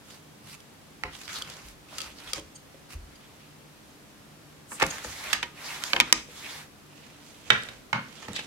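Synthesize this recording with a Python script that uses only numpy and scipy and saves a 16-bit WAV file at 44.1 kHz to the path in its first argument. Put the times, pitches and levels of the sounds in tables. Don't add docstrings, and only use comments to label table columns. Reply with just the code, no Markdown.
import sys
import numpy as np
from scipy import signal
from scipy.fft import rfft, irfft, next_fast_len
from scipy.io import wavfile
from scipy.ndimage import uniform_filter1d

SR = 44100
rng = np.random.default_rng(int(sys.argv[2]) if len(sys.argv) > 2 else 0)


def wav_out(sig):
    wavfile.write(sys.argv[1], SR, np.round(np.clip(np.atleast_2d(sig).T, -1, 1) * 32767).astype(np.int16))


N = 373086
TIME = np.arange(N) / SR

# frequency_hz, relative_db
AIR_SPECTRUM = [(15, -53), (25, -14), (116, -7), (152, -6.5), (184, -8.5), (205, -7), (291, -8),
                (371, -10.5), (425, -11.5), (812, -16), (1280, -18), (2330, -21), (2810, -21.5),
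                (12700, -31), (15800, -38)]
# pitch_hz, level_db
HUM_TONES = [(150, -63.5), (215, -68), (292, -67.5)]
# frequency_hz, side_minus_mid_db
AIR_SIDE = [(60, -6.5), (200, -5.5), (400, -3.5), (1000, -1), (8000, 0)]
PORT_SIDE = [(100, -30), (300, -27), (600, -10), (1200, -5.5), (2200, -3.5), (8000, -1)]
# frequency_hz, t60_s
ROOM_T60 = [(125, 0.8), (500, 0.19), (2000, 0.38), (6000, 0.28), (14000, 0.55)]
# frequency_hz, gain_db
ROOM_COLOUR = [(60, 12), (200, 7.5), (600, 2), (2200, -2.5), (4000, -4.5), (6500, -4.5), (9000, -10),
               (16000, -31)]

# start_s, level_db, pitch_hz
BODY_THUDS = [(0.439, -51, 146.4), (1.04, -46, 67), (1.042, -44, 724), (1.64, -49.5, 50.3), (2.06, -55, 53),
              (2.27, -55, 52), (2.36, -50.5, 66), (2.373, -45.5, 424), (2.945, -37.5, 58.5),
              (4.825, -44, 62), (4.83, -36.5, 785), (5.05, -47.5, 76), (5.35, -55, 55), (5.935, -40, 673),
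              (7.504, -38.5, 163.7), (7.93, -36, 164.3), (8.282, -44, 163)]
# pitch_hz, relative_db
HEDDLE_SHAKE = [(56, -38.5), (260, -28.5)]
FRAME_SHAKE = [(125, -33.5), (220, -23)]
# centre_s, level_db, half_length_s, pitch_hz
SCUFFS_AND_RING = [(1.363, -46, .035, 1310), (1.366, -36, .028, 3970), (1.93, -43.5, 0.0093, 765),
                   (4.724, -42.5, 0.018, 1170), (4.738, -41, 0.051, 8200), (5.974, -32.5, 0.0085, 890),
                   (6.29, -50, 0.011, 506), (8.365, -32, 0.017, 3740), (8.39, -37, 0.034, 2820)]
# centre_s, level_db, half_length_s, pitch_hz
SQUEAKS_AND_TICKS = [(1.423, -31.5, 0.0034, 3280), (2.335, -32, 0.0035, 4650), (2.561, -43.5, 0.013, 8300),
                     (3.159, -54, .011, 5400), (4.909, -33.5, 0.01, 6500), (5.048, -39, 0.0098, 6500)]
# frequency_hz, width_hz, gain_db
SQUEAK_TICK_MODES = [(3200, 200, 1), (4660, 340, -1.5), (6600, 560, 0), (8470, 590, -5.5)]

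# start_s, speeding_up_s, slowing_down_s, relative_db, brightness_db. The first table holds the
SHUTTLE_AND_THREAD_STROKES = [(0.02, 0.12, 0.074, -56.5, 14.5), (0.42, 0.11, 0.039, -53, 17),
                              (1.1, 0.048, 0.28, -49.5, 9.5), (1.25, 0.12, 0.076, -42, 9),
                              (1.41, 0.077, 0.22, -45, 2.5), (1.62, 0.041, 0.089, -54, 17), (1.86, .15, .14, -44, 6.5),
                              (2.12, 0.18, 0.036, -45.5, 6.5), (2.33, 0.036, 0.05, -38.5, 0),
                              (2.88, 0.047, .04, -48.5, 11.5), (2.95, 0.31, .45, -59, 0.5), (3.7, 0.15, .5, -70.5, 13)]
HEDDLE_STROKES = [(4.72, 0.21, 0.12, -42.5, 4), (4.96, 0.13, 0.27, -47.5, 10), (5.13, 0.2, 0.067, -40, 3.5),
                  (5.53, 0.2, 0.089, -42, 5.5), (5.74, 0.12, 0.2, -43, 6.5), (6.03, 0.071, 0.023, -44, -8),
                  (6.13, 0.027, 0.082, -42.5, -12), (6.25, 0.14, .15, -52, 10),
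                  (6.35, 0.19, 0.14, -45.5, 6.5)]
HAND_STROKES = [(6.88, 0.14, .25, -54, -6), (7.15, 0.13, 0.37, -56.5, 8.5), (7.42, 0.14, 0.26, -46.5, -0.5),
                (7.95, 0.57, .15, -45.5, -3)]
# frequency_hz, relative_db
SHUTTLE_RUB = [(150, -4), (500, -7.5), (950, -0.5), (1300, -1), (1700, -2.5), (2500, -1.5), (3600, -4.5),
               (4800, -5.5), (7000, -9.5), (11000, -14), (16000, -24)]
HEDDLE_RUB = [(150, -10), (500, -7.5), (900, -1.5), (1450, -1), (2150, 1), (3000, -4.5), (3600, -4),
              (5000, -7.5), (7000, -9.5), (9300, -14), (11500, -14.5), (13500, -19), (16000, -24)]
CLOTH_RUB = [(150, -2), (600, -2), (1500, -4), (2800, -1), (3800, -3), (6000, -5.5), (9000, -10),
             (16000, -25)]
RUB_RESONANCES_HZ = [1350, 2560, 3360, 4760, 6700]

# start_s, level_db, body_db, snap_db, ring_t60_s, left_minus_right_db, room_db
SHUTTLE_TAPS = [(0.6032, -50, -12, 12.5, 0.015, -10, -3), (1.2785, -37.5, -31, -2, 0.012, -7, 10),
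                (1.4212, -34.5, -11, 10.5, 0.018, -1, -15), (1.499, -41, -2, 13, 0.02, 0, -5),
                (1.9828, -30, -23, 8, 0.029, 4, -20), (2.004, -32.5, -17, 2, 0.031, -3, 1),
                (2.016, -33.5, -8, 12, 0.021, 16, -18), (2.333, -24.5, -10.5, 10, 0.017, 2.5, -7.5),
                (2.3962, -45, 2, 16, 0.0079, -4, -11), (2.744, -47, 14, -21, 0.014, 2, -7)]
HEDDLE_CLACKS = [(4.8645, -32.5, 2, 13, 0.015, 0, -19), (5.3298, -16, -17.5, -3, 0.03, -9, -5.5),
                 (5.428, -24, -5, -11, 0.047, -1.5, -10.5), (5.8378, -26.5, -30, 2.5, 0.0069, -5, -18),
                 (5.9328, -15.5, -3, -13.5, 0.015, -5.5, -12), (5.963, -19.5, -2, -16, 0.021, 0, -6),
                 (6.0011, -10, -10.5, 0, 0.0091, 1.5, -14), (6.0073, -16.5, -8, -10, 0.028, -4, -16),
                 (6.1256, -7.5, -13, 5.5, 0.013, -4, -12.5)]
FRAME_KNOCKS = [(1.0355, -25.5, -9, -1.5, 0.016, -6, -5), (4.718, -37, 0, -20, 0.058, -1, -16),
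                (4.7985, -29, -15, 7, 0.042, 1, 5.5), (4.811, -24.5, -13, -22, 0.013, -13, -2),
                (4.819, -19, -14, -4, 0.027, -6, -10), (4.8224, -18, -0.5, -18, 0.026, -3, -14.5),
                (4.8256, -18.5, -1.5, 8, 0.02, 7, -20), (4.8372, -21.5, -5, -11, 0.016, -6, -26),
                (5.045, -34, 5, 0, 0.042, 3, -12), (7.929, -18.5, -11, -8.5, 0.022, -5, -0.5),
                (8.2265, -42, -8, -12, 0.028, 1, 2), (8.2825, -34.5, 5.5, 5, 0.028, -2, -5.5)]
RATCHET_CLICKS = [(7.5026, -8.5, -9, -7, 0.02, -6, -3.5), (7.6342, -38.5, -10, 14, 0.0074, -5, -7),
                  (7.687, -36, -5.5, 1, 0.02, -4, -3), (8.3322, -39, -8, 18, 0.0063, -9, 7.5),
                  (8.362, -30, -12, 7.5, 0.036, -6, -12), (8.391, -32.5, 1, 5, 0.037, -2, -18)]
# frequency_hz, relative_db, ring_t60_multiple
SHUTTLE_MODES = [(395, -2, 5), (530, 6, 4), (1286, 1.5, 2.5), (2320, -19, 1.2), (3300, 7, 1.5),
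                 (4700, 4, 1.4), (5850, -24, 1), (8300, -7, 1.3)]
HEDDLE_MODES = [(251, -16, 9.2), (529, -1.5, 3.8), (970, -1, 2.8), (1230, -13, 14.4), (1560, -8, 3.5),
                (1850, 3, 2.7), (2146, 1, 2.8), (2570, 6, 1.2), (3010, 6.5, 1.7), (3580, 9.5, 0.8),
                (4850, -13, .8), (6100, 5, 0.53)]
FRAME_MODES = [(218, -23, 10.5), (495, -12, 3), (671, -13.5, 1.7), (874, -2, 1.6), (1195, -18, 4.3),
               (1340, -7, 1.3), (1792, -3.5, 1.24), (2150, -4, 1), (2210, -20, 5.8), (2590, -15, 3.5)]
RATCHET_MODES = [(856, -5.5, 4.6), (1390, -11, 3.2), (1700, 5, 1.1), (1860, -1, 1.5), (2280, -1, 5.1),
                 (2616, -6.5, 6), (2990, -11, 1.4), (3716, 11.5, 1.45), (3720, -11.5, 17)]
# frequency_hz, relative_db
SHUTTLE_CRACK = [(100, -48), (500, -29), (1200, -7.5), (3000, 6.5), (6000, -3.5), (10000, -12),
                 (16000, -23)]
HEDDLE_CRACK = [(100, -15), (350, -7.5), (700, -6), (1200, -6.5), (2400, -2), (4200, -6.5), (6500, -9),
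                (10000, -17.5), (13000, -20.5), (16000, -36)]
FRAME_CRACK = [(100, -26), (350, 1.5), (800, -6), (1300, -3), (2200, -3.5), (3200, -11), (4500, -13),
               (7500, -21), (11000, -29.5), (16000, -37)]
RATCHET_CRACK = [(100, -11.5), (350, -4.5), (900, -8.5), (1900, -0.5), (3000, -7.5), (4500, -16),
                 (7500, -19), (11000, -31.5), (16000, -43)]


def undb(db):
    return 10 ** (np.asarray(db) / 20)


def unit(x):
    return x / np.sqrt(np.mean(x ** 2) + 1e-20)


def decay(t, t60):
    return np.exp(-np.log(1000) * t / t60)


def along(points, hz):
    frequencies, values = np.transpose(points)
    return np.interp(np.log(hz + 1), np.log(frequencies), values)


def bins(x):
    return np.fft.rfftfreq(x.shape[-1], 1 / SR)


def colour(x, points, size=1024):
    gain = undb(along(points, np.fft.rfftfreq(size, 1 / SR)))
    cepstrum = irfft(np.log(gain))
    cepstrum[1:size // 2] *= 2
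    cepstrum[size // 2 + 1:] = 0
    response = irfft(np.exp(rfft(cepstrum)))
    return signal.oaconvolve(x, response[None], axes=-1)[:, :x.shape[-1]]


def resonate(x, hz, width_hz):
    return signal.lfilter(*signal.iirpeak(hz, hz / width_hz, fs=SR), x)


def port_noise(count, lag_ms=0):
    noise = rng.standard_normal((2, count))
    hz = bins(noise)
    mid, side = rfft(noise)
    side = side * undb(along(PORT_SIDE, hz))
    delay = np.exp(-2j * np.pi * hz * lag_ms / 1000)
    return unit(irfft([(mid + side) * delay, mid - side], count))


def wander(samples):
    return unit(uniform_filter1d(uniform_filter1d(rng.standard_normal(N), samples), samples))


def pan(db):
    return unit(undb(np.array([[db], [-db]]) / 2))


def add(track, start_s, sound):
    start = max(int(start_s * SR), 0)
    part = sound[:, :N - start]
    track[:, start:start + part.shape[1]] += part


def room_air(mid_db, hum_width_hz):
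    noise = rng.standard_normal((2, next_fast_len(N)))
    hz = bins(noise)
    mid, side = rfft(noise) * undb(along(AIR_SPECTRUM, hz))
    mid, side = irfft([mid, side * undb(along(AIR_SIDE, hz))])[:, :N]
    hiss = np.array([mid + side, mid - side]) / mid.std() * undb(mid_db)
    drive = port_noise(next_fast_len(N))[:, :N]
    hum = 0
    for pitch_hz, level_db in HUM_TONES:
        band = resonate(drive, pitch_hz, hum_width_hz)
        hum += undb(level_db) * unit(resonate(band, pitch_hz, hum_width_hz))
    return hiss + hum


def reverberation(x, first_s, build_s):
    t = np.arange(SR * 2 // 3) / SR
    noise = port_noise(len(t))
    centres_hz = np.geomspace(60, 16000, 10)
    echo = 0
    for hz, share in zip(centres_hz, np.eye(len(centres_hz))):
        band_gain = along(np.c_[centres_hz, share], bins(noise))
        band = irfft(rfft(noise) * band_gain, len(t))
        echo += band * decay(t, along(ROOM_T60, hz))
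    spectrum = rfft(echo * np.clip((t - first_s) / build_s, 0, 1))
    power = uniform_filter1d(np.mean(abs(spectrum) ** 2, axis=0), size=70)
    echo = irfft(spectrum / np.sqrt(power), len(t))[:, :SR // 2]
    return signal.fftconvolve(x, colour(echo, ROOM_COLOUR), axes=-1)[:, :N]


def stand_shakes(blows, response):
    return [(start_s, level_db + body_db / 2 + shake_db, pitch_hz)
            for start_s, level_db, body_db, *_ in blows for pitch_hz, shake_db in response]


def body_thuds(swell_s, spread):
    out = np.zeros((2, N))
    t = np.arange(SR // 2) / SR
    swell = (1 - np.exp(-t / swell_s)) ** 2
    shakes = stand_shakes(HEDDLE_CLACKS, HEDDLE_SHAKE) + stand_shakes(FRAME_KNOCKS, FRAME_SHAKE)
    for start_s, level_db, pitch_hz in list(BODY_THUDS) + shakes:
        t60_s = 0.36 * (100 / pitch_hz) ** 0.4
        offsets = np.linspace(-1, 1, 5) + 0.189 * rng.standard_normal(5)
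        cluster_hz = pitch_hz * (1 + spread * offsets)
        phases = 2 * np.pi * rng.random((5, 1)) + 0.12 * rng.standard_normal((2, 5, 1))
        cluster = np.sin(2 * np.pi * cluster_hz[:, None] * t + phases).sum(axis=1)
        thud = cluster * decay(t, t60_s) * swell
        add(out, start_s, undb(level_db) * thud / thud[:, :SR // 20].std())
    return out


def resonant_burst(t, half_length_s, hz, width_hz):
    band = resonate(port_noise(len(t)), hz, width_hz)
    return unit(resonate(band, hz, 2 * width_hz)) * np.exp(-2 * (t / half_length_s) ** 2)


def scuffs_and_squeaks(room_db):
    out = np.zeros((2, N))
    t = np.arange(-SR // 8, SR // 8) / SR
    for centre_s, level_db, half_length_s, pitch_hz in SCUFFS_AND_RING:
        burst = resonant_burst(t, half_length_s, pitch_hz, width_hz=0.4 * pitch_hz)
        add(out, centre_s + t[0], undb(level_db) * burst)
    for centre_s, level_db, half_length_s, pitch_hz in SQUEAKS_AND_TICKS:
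        for hz, width_hz, mode_db in SQUEAK_TICK_MODES:
            off_pitch_db = 12 * abs(np.log2(hz / pitch_hz))
            burst = resonant_burst(t, half_length_s, hz, width_hz)
            add(out, centre_s + t[0], undb(level_db + mode_db - off_pitch_db) * burst)
    return np.array([out, out * undb(room_db)])


def stroke_force(strokes, speed_power):
    power, weighted_brightness = np.zeros((2, N))
    for start_s, rise_s, fall_s, level_db, brightness_db in strokes:
        arc = np.interp(TIME, [start_s, start_s + rise_s, start_s + rise_s + fall_s], [0, 1, 0])
        speed = np.sin(np.pi / 2 * arc)
        stroke_power = (undb(level_db) * speed ** speed_power) ** 2
        power += stroke_power
        weighted_brightness += stroke_power * brightness_db
    return np.sqrt(power), weighted_brightness / (power + 1e-20)


def rubbing(strokes, spectrum, speed_power, gain_db, snags_per_s, catches_per_s,
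            catch_db, rough_db, flicker_db, pan_db, room_db):
    force, brightness_db = stroke_force(strokes, speed_power)
    speed = np.sqrt(force / force.max())
    caught = rng.random(N) < catches_per_s * speed / SR
    catches = caught * undb(2.1 * np.minimum(rng.exponential(size=N), 4))
    slips = port_noise(next_fast_len(N), lag_ms=0.046)[:, :N] * (1 + undb(catch_db) * unit(catches))
    hiss = colour(slips, spectrum)
    hiss /= hiss[:, force > 0].std()
    for hz in RUB_RESONANCES_HZ:
        hiss += resonate(hiss, hz, hz / 5) * (undb(flicker_db * wander(samples=1300)) - 1)
    dull = signal.sosfilt(signal.butter(1, 5000, fs=SR, output="sos"), hiss)
    hiss = dull + (hiss - dull) * undb(brightness_db - 5)
    sound = hiss * force * undb(gain_db + rough_db * wander(samples=300))
    snags = (rng.random(N) < snags_per_s * speed / SR) * rng.random(N)
    sound *= 1 + 1.6 * signal.lfilter([1], [1, -decay(1 / SR, t60=0.015)], snags)
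    return np.array([sound * pan(pan_db), sound * undb(room_db)])


def modal_ring(t, modes, ring_s, lag_ms):
    port_time = np.array([t - lag_ms / 1000, t])
    ring = 0
    for hz, mode_db, t60_multiple in modes:
        strength, detune, shared_phase, side_phase = rng.standard_normal(4)
        phase = 2 * np.pi * hz * (1 + 0.0118 * detune) * port_time + 2 * shared_phase
        phase += undb(along(PORT_SIDE, hz)) * side_phase * np.array([[1], [-1]])
        ring += undb(mode_db + 0.51 * strength) * np.sin(phase) * decay(t, ring_s * t60_multiple)
    return ring


def impacts(blows, modes, crack_spectrum, crack_db, lag_ms, rise_s):
    direct, to_room = np.zeros((2, 2, N))
    t = np.arange(SR // 5) / SR
    attack = int(0.006 * SR)
    for start_s, level_db, body_db, snap_db, ring_s, pan_db, room_db in blows:
        ring = modal_ring(t, modes, ring_s, lag_ms)
        ring /= ring[:, :attack].std()
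        crack = colour(port_noise(len(t), lag_ms) * decay(t, ring_s), crack_spectrum)
        crack = undb(crack_db) * crack / crack[:, :attack].std()
        hit = np.concatenate([ring + crack, undb(-6) * ring + crack])
        hit *= 1 - np.exp(-t / rise_s)
        hit = colour(hit, [(450, body_db), (1300, 0), (3200, 0), (7500, snap_db)])
        hit *= undb(level_db) / hit[:, :attack].std(axis=1, keepdims=True)
        near, far = hit.reshape(2, 2, -1)
        add(direct, start_s, near * pan(pan_db))
        add(to_room, start_s, far * undb(room_db))
    return signal.sosfilt(signal.butter(4, 85, "high", fs=SR, output="sos"), np.array([direct, to_room]))


def scene():
    direct, to_room = (
        impacts(SHUTTLE_TAPS, SHUTTLE_MODES, SHUTTLE_CRACK, crack_db=0.5, lag_ms=0.052, rise_s=0.00037)
        + impacts(HEDDLE_CLACKS, HEDDLE_MODES, HEDDLE_CRACK, crack_db=7, lag_ms=0.099, rise_s=0.00031)
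        + impacts(FRAME_KNOCKS, FRAME_MODES, FRAME_CRACK, crack_db=1, lag_ms=0.13, rise_s=0.00076)
        + impacts(RATCHET_CLICKS, RATCHET_MODES, RATCHET_CRACK, crack_db=4, lag_ms=0.24, rise_s=0.00069)
        + rubbing(SHUTTLE_AND_THREAD_STROKES, SHUTTLE_RUB, speed_power=1.12, gain_db=-2, snags_per_s=110,
                  catches_per_s=1100, catch_db=-17.5, rough_db=0.5, flicker_db=4,
                  pan_db=-2.5, room_db=-9.5)
        + rubbing(HEDDLE_STROKES, HEDDLE_RUB, speed_power=1.15, gain_db=4, snags_per_s=2,
                  catches_per_s=3600, catch_db=-19, rough_db=0.33, flicker_db=2.65,
                  pan_db=-1.5, room_db=-11)
        + rubbing(HAND_STROKES, CLOTH_RUB, speed_power=0.8, gain_db=-0.5, snags_per_s=23,
                  catches_per_s=270, catch_db=-21, rough_db=1.5, flicker_db=3,
                  pan_db=-7, room_db=-4.5)
        + scuffs_and_squeaks(room_db=-6))
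    echo = reverberation(to_room, first_s=0.0017, build_s=0.012)
    thuds = body_thuds(swell_s=0.004, spread=0.332)
    return direct + echo + thuds + room_air(mid_db=-54.2, hum_width_hz=11)


def record(dry):
    bass_cut = signal.butter(2, 36, "high", fs=SR, output="sos")
    top_cut = signal.ellip(12, 0.2, 90, 15900, fs=SR, output="sos")
    return signal.sosfilt(top_cut, signal.sosfilt(bass_cut, np.clip(dry, -1, 1)))


dry = scene()
out = record(dry)
wav_out(out)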